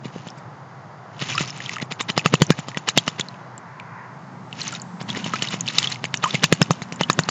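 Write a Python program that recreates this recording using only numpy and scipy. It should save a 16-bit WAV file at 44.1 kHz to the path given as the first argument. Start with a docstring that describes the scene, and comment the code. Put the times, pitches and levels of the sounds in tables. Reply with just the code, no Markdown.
"""A garden birdbath, shallow, with a small camera on its rim: a robin bathes close beside it.
The bird churns the water, heard as surging noise and ringing bubbles, and in bursts flicks its wings about
eleven times a second: each flick is a pressure spike with crackle, a noise swish, bright spray and a resonant
housing boom. Drops ring as bubbles of gliding pitch. Behind lie shaped noises: air hum, far traffic
with an engine's drone and singing tyres, and a faint hiss."""
import sys
import numpy as np
from scipy import signal
from scipy.fft import rfft, irfft, next_fast_len
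from scipy.io import wavfile
from scipy.ndimage import uniform_filter1d, map_coordinates

SR = 44100
rng = np.random.default_rng(int(sys.argv[2]) if len(sys.argv) > 2 else 0)


def log_audio(samples):
    """Write samples as a 16-bit WAV file to the path given in sys.argv[1]."""
    # one column per channel
    frames = np.atleast_2d(samples).T
    # limit to full scale, then quantise
    limited = np.clip(frames, -1, 1)
    pcm = np.round(limited * 32767).astype(np.int16)
    wavfile.write(sys.argv[1], SR, pcm)


N = 321930  # samples

# All levels in the tables are relative: each layer has its own further gain.
# Wing flicks: start_s, slap_db, slap_hz (sets the slap's band), boom_db, swish_db
FLICKS = [(0.055, -38, 1000, -29.5, -38.5), (0.161, -51, 800, -29, -51.5), (0.269, -37.5, 1450, -32.5, -54),
          (0.374, -46.5, 790, -33, -54), (1.222, -26, 1906, -23, -28), (1.408, -28.5, 1900, -22, -32.5),
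          (1.826, -34, 2310, -25, -28), (1.921, -26, 3100, -30.5, -28), (2.008, -18.5, 1950, -35, -25.5),
          (2.1, -18.5, 2180, -26.5, -22), (2.177, -12, 2000, -17.5, -27), (2.259, -8.5, 1800, -13.5, -26.5),
          (2.339, -10, 1540, -9, -26.5), (2.419, -9, 1580, -6, -31), (2.504, -10, 1300, -10, -31.5),
          (2.589, -28, 2080, -24, -33.5), (2.684, -29, 1700, -33.5, -44), (2.772, -19.5, 2220, -25.5, -42),
          (2.887, -12.5, 2980, -30.5, -21.5), (2.975, -7, 2770, -16.5, -25.5),
          (3.078, -14.5, 1920, -22, -30.5), (3.196, -20, 2680, -29.5, -31),
          (5.013, -33, 2000, -29.5, -34.5), (5.098, -39, 3520, -30, -28.5),
          (5.172, -29.5, 2160, -28, -27.5), (5.262, -30, 1700, -23.5, -34), (5.338, -26, 1300, -30.5, -43),
          (5.423, -20, 3360, -26, -34), (5.541, -28, 1900, -28, -29.5), (5.785, -10.5, 4400, -31, -34),
          (6.041, -19.5, 1890, -27.5, -40), (6.141, -15.5, 2090, -33.5, -41),
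          (6.239, -15.5, 1550, -27, -23.5), (6.344, -20, 2820, -17.5, -29), (6.435, -12, 2500, -23.5, -28),
          (6.44, -7, 3000, -16, -33.5), (6.525, -7.5, 2550, -10.5, -34), (6.616, -9, 1990, -9.5, -35.5),
          (6.707, -11, 1090, -12, -43.5), (6.819, -27.5, 1710, -26.5, -65),
          (6.923, -27.5, 3600, -28.5, -58), (7.01, -14, 1560, -18, -28), (7.099, -8.5, 1720, -22, -34.5),
          (7.19, -10, 1610, -12.5, -36.5), (7.288, -14, 1290, -26.5, -36)]
# Clearest drops and bubbles: start_s, level_db, pitch_hz (nominal), t60_s (nominal 60 dB decay)
DROPS = [(0.286, -33.5, 3180, 0.009), (1.324, -25, 2400, 0.031), (1.349, -25.5, 1115, 0.077),
         (1.353, -25, 5000, 0.02), (1.379, -16, 1350, 0.038), (1.38, -14.5, 2590, 0.012),
         (1.504, -26, 5330, 0.008), (1.604, -23, 1760, 0.0055), (1.661, -23.5, 3250, 0.013),
         (1.694, -18.5, 1960, 0.0034), (1.76, -27, 2640, 0.011), (1.766, -22, 1300, 0.015),
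         (1.784, -25, 1740, 0.0095), (1.8, -28, 2070, 0.016), (2.193, -20.5, 2550, 0.032),
         (2.354, -18.5, 2750, 0.0052), (2.467, -30, 5820, 0.006), (2.519, -23, 1600, 0.046),
         (2.746, -29.5, 1910, 0.031), (2.894, -23.5, 3910, 0.026), (2.984, -8.5, 3370, 0.014),
         (3.21, -16, 3340, 0.01), (3.342, -41, 2650, 0.011), (3.799, -29.5, 2350, 0.0078),
         (4.528, -25, 2780, 0.0018), (4.616, -20, 4200, 0.012), (4.679, -21, 6200, 0.009),
         (4.727, -28.5, 1365, 0.073), (4.751, -25.5, 4010, 0.006), (4.818, -28, 6680, 0.0054),
         (5.102, -19.5, 3440, 0.022), (5.149, -24.5, 1890, 0.013), (5.243, -22, 3060, 0.007),
         (5.336, -15.5, 1256, 0.037), (5.361, -25, 1550, 0.018), (5.422, -16.5, 3240, 0.009),
         (5.473, -24, 3000, 0.011), (5.486, -23, 3930, 0.012), (5.6085, -16, 6240, 0.004),
         (5.678, -17, 2780, 0.0091), (5.686, -15, 3560, 0.0038), (5.784, -6.5, 3925, 0.0052),
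         (5.822, -25.5, 1840, 0.018), (5.829, -16, 3340, 0.0021), (5.843, -16.5, 3090, 0.019),
         (5.873, -15, 3340, 0.017), (5.922, -20, 4110, 0.013), (6.053, -20.5, 2200, 0.0058),
         (6.173, -23.5, 5900, 0.0049), (6.241, -10, 1207, 0.025), (6.257, -19.5, 1018, 0.088),
         (6.308, -21, 3500, 0.0049), (6.348, -21, 2670, 0.02), (6.353, -14.5, 2180, 0.013),
         (6.627, -13, 5400, 0.004), (6.714, -21.5, 6560, 0.009), (7.034, -17, 2980, 0.022),
         (7.13, -22, 6800, 0.012), (7.236, -24.5, 4380, 0.0054)]
# Bouts of paddling, breast in the water: start_s (first stroke), length_s, strokes_per_s, first_db, last_db
BOUTS = [(0.063, 0.22, 9.2, -50, -48), (1.217, 0.21, 10.8, -33, -27.5), (1.476, 0.27, 11.7, -42, -35.5),
         (4.6, 0.15, 13.3, -29.5, -35.5), (5.104, 0.44, 11.7, -39.5, -31.5),
         (5.683, 0.24, 12.4, -31.5, -30.5), (6.278, 0.1, 13, -33.5, -34)]
# A far vehicle's uneven approach: time_s, engine_db, tyres_db
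VEHICLE = [(0, -50.5, -63), (0.9, -59, -72), (3.0, -52, -54.5), (4.05, -54.5, -37.5), (4.5, -43, -55),
           (5.2, -38, -39), (6.05, -45.5, -56), (7.3, -40.5, -40)]
# Resonances of the camera housing: centre_hz, width_hz, gain_db
HOUSING = [(158.6, 52.2, 2), (216, 210, -18)]

# Noise spectra, each: frequency_hz, density_db (per Hz)
# Thrown water falling back
SPRAY_SPECTRUM = [(100, -37), (250, -9.5), (800, -5), (1400, -4.5), (3000, 20), (4700, -9), (7000, 29.5),
                  (8000, -23)]
# Stirred water
CHURNED_SPECTRUM = [(35, -74.5), (120, -11.5), (220, 7.5), (500, -4.5), (800, -1.5), (1300, 2.5), (2800, 6),
                    (4700, -1), (7000, -2), (8000, -44)]
# Swish of wet wing feathers
FEATHER_SPECTRUM = [(35, -59), (120, -3.5), (220, 8.5), (700, 1.5), (2000, 5), (3600, 4), (7000, -13.5),
                    (8000, -28.5)]
# A hard blow of air
THUD_SPECTRUM = [(60, -38.5), (200, 7), (400, 5.5), (700, -0.5), (1100, -17.5), (3000, -39.5), (8000, -70)]
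# Low air noise in the housing
HUM_SPECTRUM = [(25, -47), (55, -43.5), (85, -22), (122, 1), (165, -4.5), (230, -17), (380, -19.5),
                (600, -34), (1500, -70.5)]
# Far traffic
TRAFFIC_SPECTRUM = [(100, -37), (300, -5), (480, -3.5), (790, 3), (1150, 0.5), (1600, -6), (2050, -10),
                    (2450, -19), (4000, -25), (8000, -44.5)]
# The far vehicle's engine
DRONE_SPECTRUM = [(90, -63), (140, -21.5), (175, 2.5), (255, -6), (330, -23.5), (500, -28), (1200, -41)]
# The far vehicle's tyres
TYRE_SPECTRUM = [(400, -47), (800, -9.5), (1000, 2), (1200, -10), (1450, -6), (2000, -9.5), (2700, -23.5),
                 (3500, -61.5)]
# Faint steady hiss
HISS_SPECTRUM = [(500, -9), (2500, -2.5), (4200, 4), (4850, 10), (5500, 5.5), (6800, 7), (8000, -16)]

MIC_HZ, TOP_HZ = 7800, 16000  # cutoffs of the microphone path, before and after clipping
SPRAY_DB, SPRAY_GROWS = -17.5, 0.67  # relative spray level at 0 dB slap; dB of spray per dB of slap
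WASH_DB, WASH_S = -19, 0.15  # ripples left by a flick, against its spray; their decay time
BOUT_RISE_S, BOUT_FALL_S = 0.031, 0.03  # the bird sinks in and lifts out
STROKE_DB = 3  # peak swell of each stroke over the mean level
STRAY_DB, STRAY_SPREAD_DB = -32.5, 2  # the lesser drops: level and its scatter
STRAY_HZ, STRAY_OCTAVES, STRAY_CYCLES = 3630, 0.72, 11  # middle pitch, its scatter, cycles in the nominal t60
FLIGHT_S = 0.03  # mean time the lesser drops spend in the air
HUM_DB, TRAFFIC_DB = -44.5, -43.5  # mean background levels
DRAUGHT_DB, DRAUGHT_S = -43, 0.31  # extra hum around the stirring; span over which it is averaged
SWOOP_HZ, SWOOP_S = 1200, 0.00059  # a forming bubble's extra pitch at its start; time constant of its fall
RISE_PER_S, WAVER = 9, 0.035  # share of its pitch climbed each second; rms share by which it wavers


def amp(db):
    """Level to amplitude: twenty decibels make a factor of ten."""
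    return 10 ** (np.asarray(db) / 20)


def unit(x):
    """Normalisation: scale to rms 1."""
    return x / np.sqrt(np.mean(x ** 2) + 1e-20)


def along(points, hz):
    """Logarithmic interpolation: read (Hz, value) points on a log frequency axis."""
    point_hz, value = np.transpose(points)
    return np.interp(np.log(hz + 1), np.log(point_hz + 1), value)


def curves(rows):
    """Linear interpolation: one value per sample for each column after the time."""
    time_s, *columns = np.transpose(rows)
    return [np.interp(np.arange(N) / SR, time_s, column) for column in columns]


def wobble(rate):
    """Slow random modulation: a smooth curve through rate random knots a second."""
    knots = rng.standard_normal(int(N * rate / SR) + 4)
    return map_coordinates(knots, [np.arange(N) * rate / SR])


def filtered(x, response):
    """Linear filtering: multiply the spectrum by a response of frequency."""
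    size = next_fast_len(N + SR // 2)  # zero padding
    return irfft(rfft(x, size) * response(np.fft.rfftfreq(size, 1 / SR)), size)[..., :N]


def noise(spectrum):
    """Spectral shaping: Gaussian noise of rms 1 with the given colour."""
    return unit(filtered(rng.standard_normal(N), lambda hz: amp(along(spectrum, hz))))


def fizz(spectrum, spiky_db):
    """Amplitude modulation: coloured noise in countless tiny, unequal bursts, rms 1."""
    bursts = rng.standard_normal(N) * amp(spiky_db * np.clip(wobble(1400), -2.5, 2.5))
    return unit(filtered(bursts, lambda hz: amp(along(spectrum, hz))))


def add(track, s, sound):
    """Superposition: mix a sound into the track from time s on."""
    start = int(np.clip(round(s * SR), 0, N - 1))
    track[start:start + len(sound)] += sound[:N - start]


def droplets(count, cycles, spread_db, lowest_hz):
    """Bubble resonance: a steady patter of rms 1, each tiny bubble a decaying sine that rises a little."""
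    t = np.arange(SR // 60) / SR
    when, pitch, life, size = rng.random((count, 4)).T[:, :, None]
    start_hz = lowest_hz * (MIC_HZ / lowest_hz) ** np.sqrt(pitch)  # small bubbles outnumber large ones
    phase = start_hz * (t + 5 * t ** 2)  # in cycles
    strength = amp(-spread_db * np.log(np.maximum(size, .05)))
    decay = np.exp(-phase / (.5 + cycles * life ** 2))
    rings = strength * np.sin(2 * np.pi * phase) * decay
    index = (when * N).astype(int) + np.arange(len(t))
    return unit(np.bincount(index.ravel(), rings.ravel())[:N])


def spray_level(slap_db):
    """Compressive growth: harder slaps throw more water, though not in proportion."""
    return amp(SPRAY_DB + SPRAY_GROWS * slap_db)


def stirring():
    """Energy addition: paddling swells with each stroke, and every flick leaves ripples that die away."""
    flow, t = np.zeros(N), np.arange(N) / SR
    for start, length, rate, first_db, last_db in BOUTS:
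        age = t - start
        held = np.exp(np.minimum(age, 0) / BOUT_RISE_S - np.maximum(age - length, 0) / BOUT_FALL_S)
        level_db = np.interp(age, [0, length], [first_db, last_db])
        strokes_db = STROKE_DB * np.cos(2 * np.pi * rate * age)
        flow += held * amp(level_db + strokes_db)
    power = flow ** 2
    for s, slap_db, *_ in FLICKS:
        ripples = amp(WASH_DB) * spray_level(slap_db) * np.exp(-t[:SR] / WASH_S)
        add(power, s, ripples ** 2)
    return np.sqrt(power)


def garden():
    """Incoherent background: air hum that swells around the stirring, traffic, drone, tyres and hiss."""
    drone_db, tyres_db = curves(VEHICLE)
    drift = lambda: wobble(7)
    draught = unit(uniform_filter1d(stirring(), int(DRAUGHT_S * SR) + 1))
    hum_level = np.hypot(amp(HUM_DB), amp(DRAUGHT_DB) * np.sqrt(np.abs(draught)))
    hum = hum_level * amp(drift()) * noise(HUM_SPECTRUM)
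    drone = amp(drone_db + 1.5 + drift()) * noise(DRONE_SPECTRUM)
    traffic = amp(TRAFFIC_DB + .5 * drift()) * noise(TRAFFIC_SPECTRUM)
    tyres = amp(tyres_db - 3.5 + 2 * drift()) * noise(TYRE_SPECTRUM)
    return hum + drone + traffic + tyres + amp(-65.0) * noise(HISS_SPECTRUM)


def booms():
    """Forced resonance: the downstroke's air blow rings the housing, with gust noise and a thud."""
    gust, blows, thuds = np.zeros((3, N))
    t = np.arange(-SR // 25, SR // 25) / SR
    for s, _, _, boom_db, *_ in FLICKS:
        add(blows, s + t[0], amp(boom_db) * np.exp(-np.abs(t - .0008) / 0.00024))
        add(gust, s + t[0], amp(boom_db) * np.exp(-np.abs(t + .003) / 0.0086))
        # The thud grows faster than the boom, so it tells mainly in the hardest blows.
        add(thuds, s + t[0], amp(1.154 * boom_db) * np.exp(-np.abs(t - .0012) / 0.0012))

    def body(f):
        return sum(amp(db) * 1j * f * w / (hz * hz - f * f + 1j * f * w) for hz, w, db in HOUSING)

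    air = noise([(30, -41.0), (90, -17.0), (180, 1.5), (300, -4.0), (700, -16.5), (2000, -43.0), (8000, -86.5)])
    ringing = amp(23.0) * filtered(blows, body)
    boom = ringing + amp(-11.5) * gust * air + amp(6.5) * thuds * noise(THUD_SPECTRUM)
    ports = [(30, -16), (70, -15.5), (100, -8), (125, -1)]  # the small ports pass little bass
    return filtered(boom, lambda hz: amp(along(ports, hz)))


def spray():
    """Turbulence and scattered impacts: wet feathers swish; after the slap, thrown water falls back."""
    swish, thrown = np.zeros(N), np.zeros(N)
    t = np.arange(SR // 16) / SR
    for s, slap_db, _, _, swish_db in FLICKS:
        add(swish, s - .02, amp(swish_db) * np.exp(-((t - .015) / 0.0082) ** 2))
        fall = (1 - np.exp(-t / 0.0023)) * np.exp(-t / 0.0092)
        add(thrown, s + 0.00033, spray_level(slap_db) * fall)
    patter = droplets(count=5500, cycles=21, spread_db=3.5, lowest_hz=1300)
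    falling = amp(-2.0) * fizz(SPRAY_SPECTRUM, spiky_db=8) + amp(5.5) * patter
    return swish * fizz(FEATHER_SPECTRUM, spiky_db=4.5) + thrown * falling


def slaps():
    """Impact: each wing meets the water in one sharp pressure spike amid a brief, ragged crackle."""
    track, t = np.zeros(N), np.arange(SR // 40) / SR
    smooth = signal.butter(2, MIC_HZ, fs=SR, output="sos")
    spike = unit(np.arange(len(t)) == SR // 1400)  # one sample, about 0.7 ms in
    for s, slap_db, hz, *_ in FLICKS:
        grain = rng.standard_normal(len(t))
        ragged = grain * np.abs(grain)
        crackle = unit(ragged * (1 - np.exp(-t / 0.0016)) * np.exp(-t / 0.0015))
        band = np.clip([hz * 0.55, hz * 1.215], 50, MIC_HZ)
        bandpass = signal.butter(1, band, "bandpass", fs=SR, output="sos")
        crack = signal.sosfilt(bandpass, 1.4 * crackle - spike)
        add(track, s, amp(slap_db - 8.5) * unit(signal.sosfilt(smooth, crack)))
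    return track


def churning():
    """Air entrainment: water fizzes in uneven surges and, stirred harder, breaks into bubbles."""
    surges = amp(2.2 * np.clip(wobble(130), -2, 1.6))
    flow = stirring() * surges
    broken = flow / (flow + amp(-29))  # gentle ripples trap little air
    bubbles = droplets(count=2800, cycles=10, spread_db=5.5, lowest_hz=980)
    return flow * (amp(-3.0) * fizz(CHURNED_SPECTRUM, spiky_db=4.5) + amp(-2.25) * broken * bubbles)


def stray_drops(count):
    """Random emission: rows like DROPS, flying up most often while the water moves hardest."""
    share = np.cumsum(stirring())
    turns = (np.arange(count) + rng.random(count)) / count  # one drop per equal share of the stirring
    thrown_s = np.searchsorted(share / share[-1], turns) / SR
    size, pitch = rng.standard_normal((count, 2)).T
    hz = np.clip(STRAY_HZ * 2 ** (STRAY_OCTAVES * pitch), 0, MIC_HZ)
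    landing_s = thrown_s + FLIGHT_S * rng.exponential(size=count)
    return list(zip(landing_s, STRAY_DB + STRAY_SPREAD_DB * size, hz, STRAY_CYCLES / hz))


def drops():
    """Bubble oscillation: after a tick, pitch sinks as the bubble forms, then rises, wavering, near the surface."""
    track, t = np.zeros(N), np.arange(SR // 8) / SR
    for s, db, hz, t60 in list(DROPS) + stray_drops(count=60):
        forming = SWOOP_HZ * np.exp(-t / SWOOP_S)
        waver = WAVER * unit(uniform_filter1d(rng.standard_normal(len(t)), size=90))
        phase = np.cumsum(hz * (0.942 + RISE_PER_S * t + waver) + forming) / SR
        decay = amp(-60 * t / (t60 + 0.0074))
        ring = np.sin(2 * np.pi * phase) * decay * (1 - np.exp(-t / 0.00012))
        tick = .27 * rng.standard_normal(len(t)) * np.exp(-t / .0016)
        drop = ring + tick
        onset_rms = np.sqrt(np.mean(drop[:SR // 650] ** 2))
        add(track, s, amp(db) * drop / onset_rms)
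    return track


def scene():
    """Reflection and stereo: the bath answers faintly; channels part a little in the deepest bass and treble."""
    bath = churning() + slaps() + spray() + drops()
    t = np.arange(SR // 8) / SR
    tail = rng.standard_normal(len(t)) * amp(-60 * t / 0.035)
    answer = amp(-14) * signal.fftconvolve(bath, tail / np.linalg.norm(tail))[:N]
    middle = bath + answer + booms() + garden()
    width = [(30, -15.0), (130, -51.5), (1000, -37.5), (2200, -34.5), (7000, -22.0)]
    side = filtered(middle, lambda hz: 1j * amp(along(width, hz)))  # a quarter cycle from the middle
    return np.array([middle + side, middle - side])


def record(dry):
    """Band limiting and overload: a narrow microphone path clips whatever exceeds full scale."""
    narrow = filtered(dry, lambda hz: 1 / np.sqrt(1 + (hz / MIC_HZ) ** 90))
    return filtered(np.clip(narrow, -1, 1), lambda hz: 1 / np.sqrt(1 + (hz / TOP_HZ) ** 90))


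dry = scene()
out = record(dry)
log_audio(out)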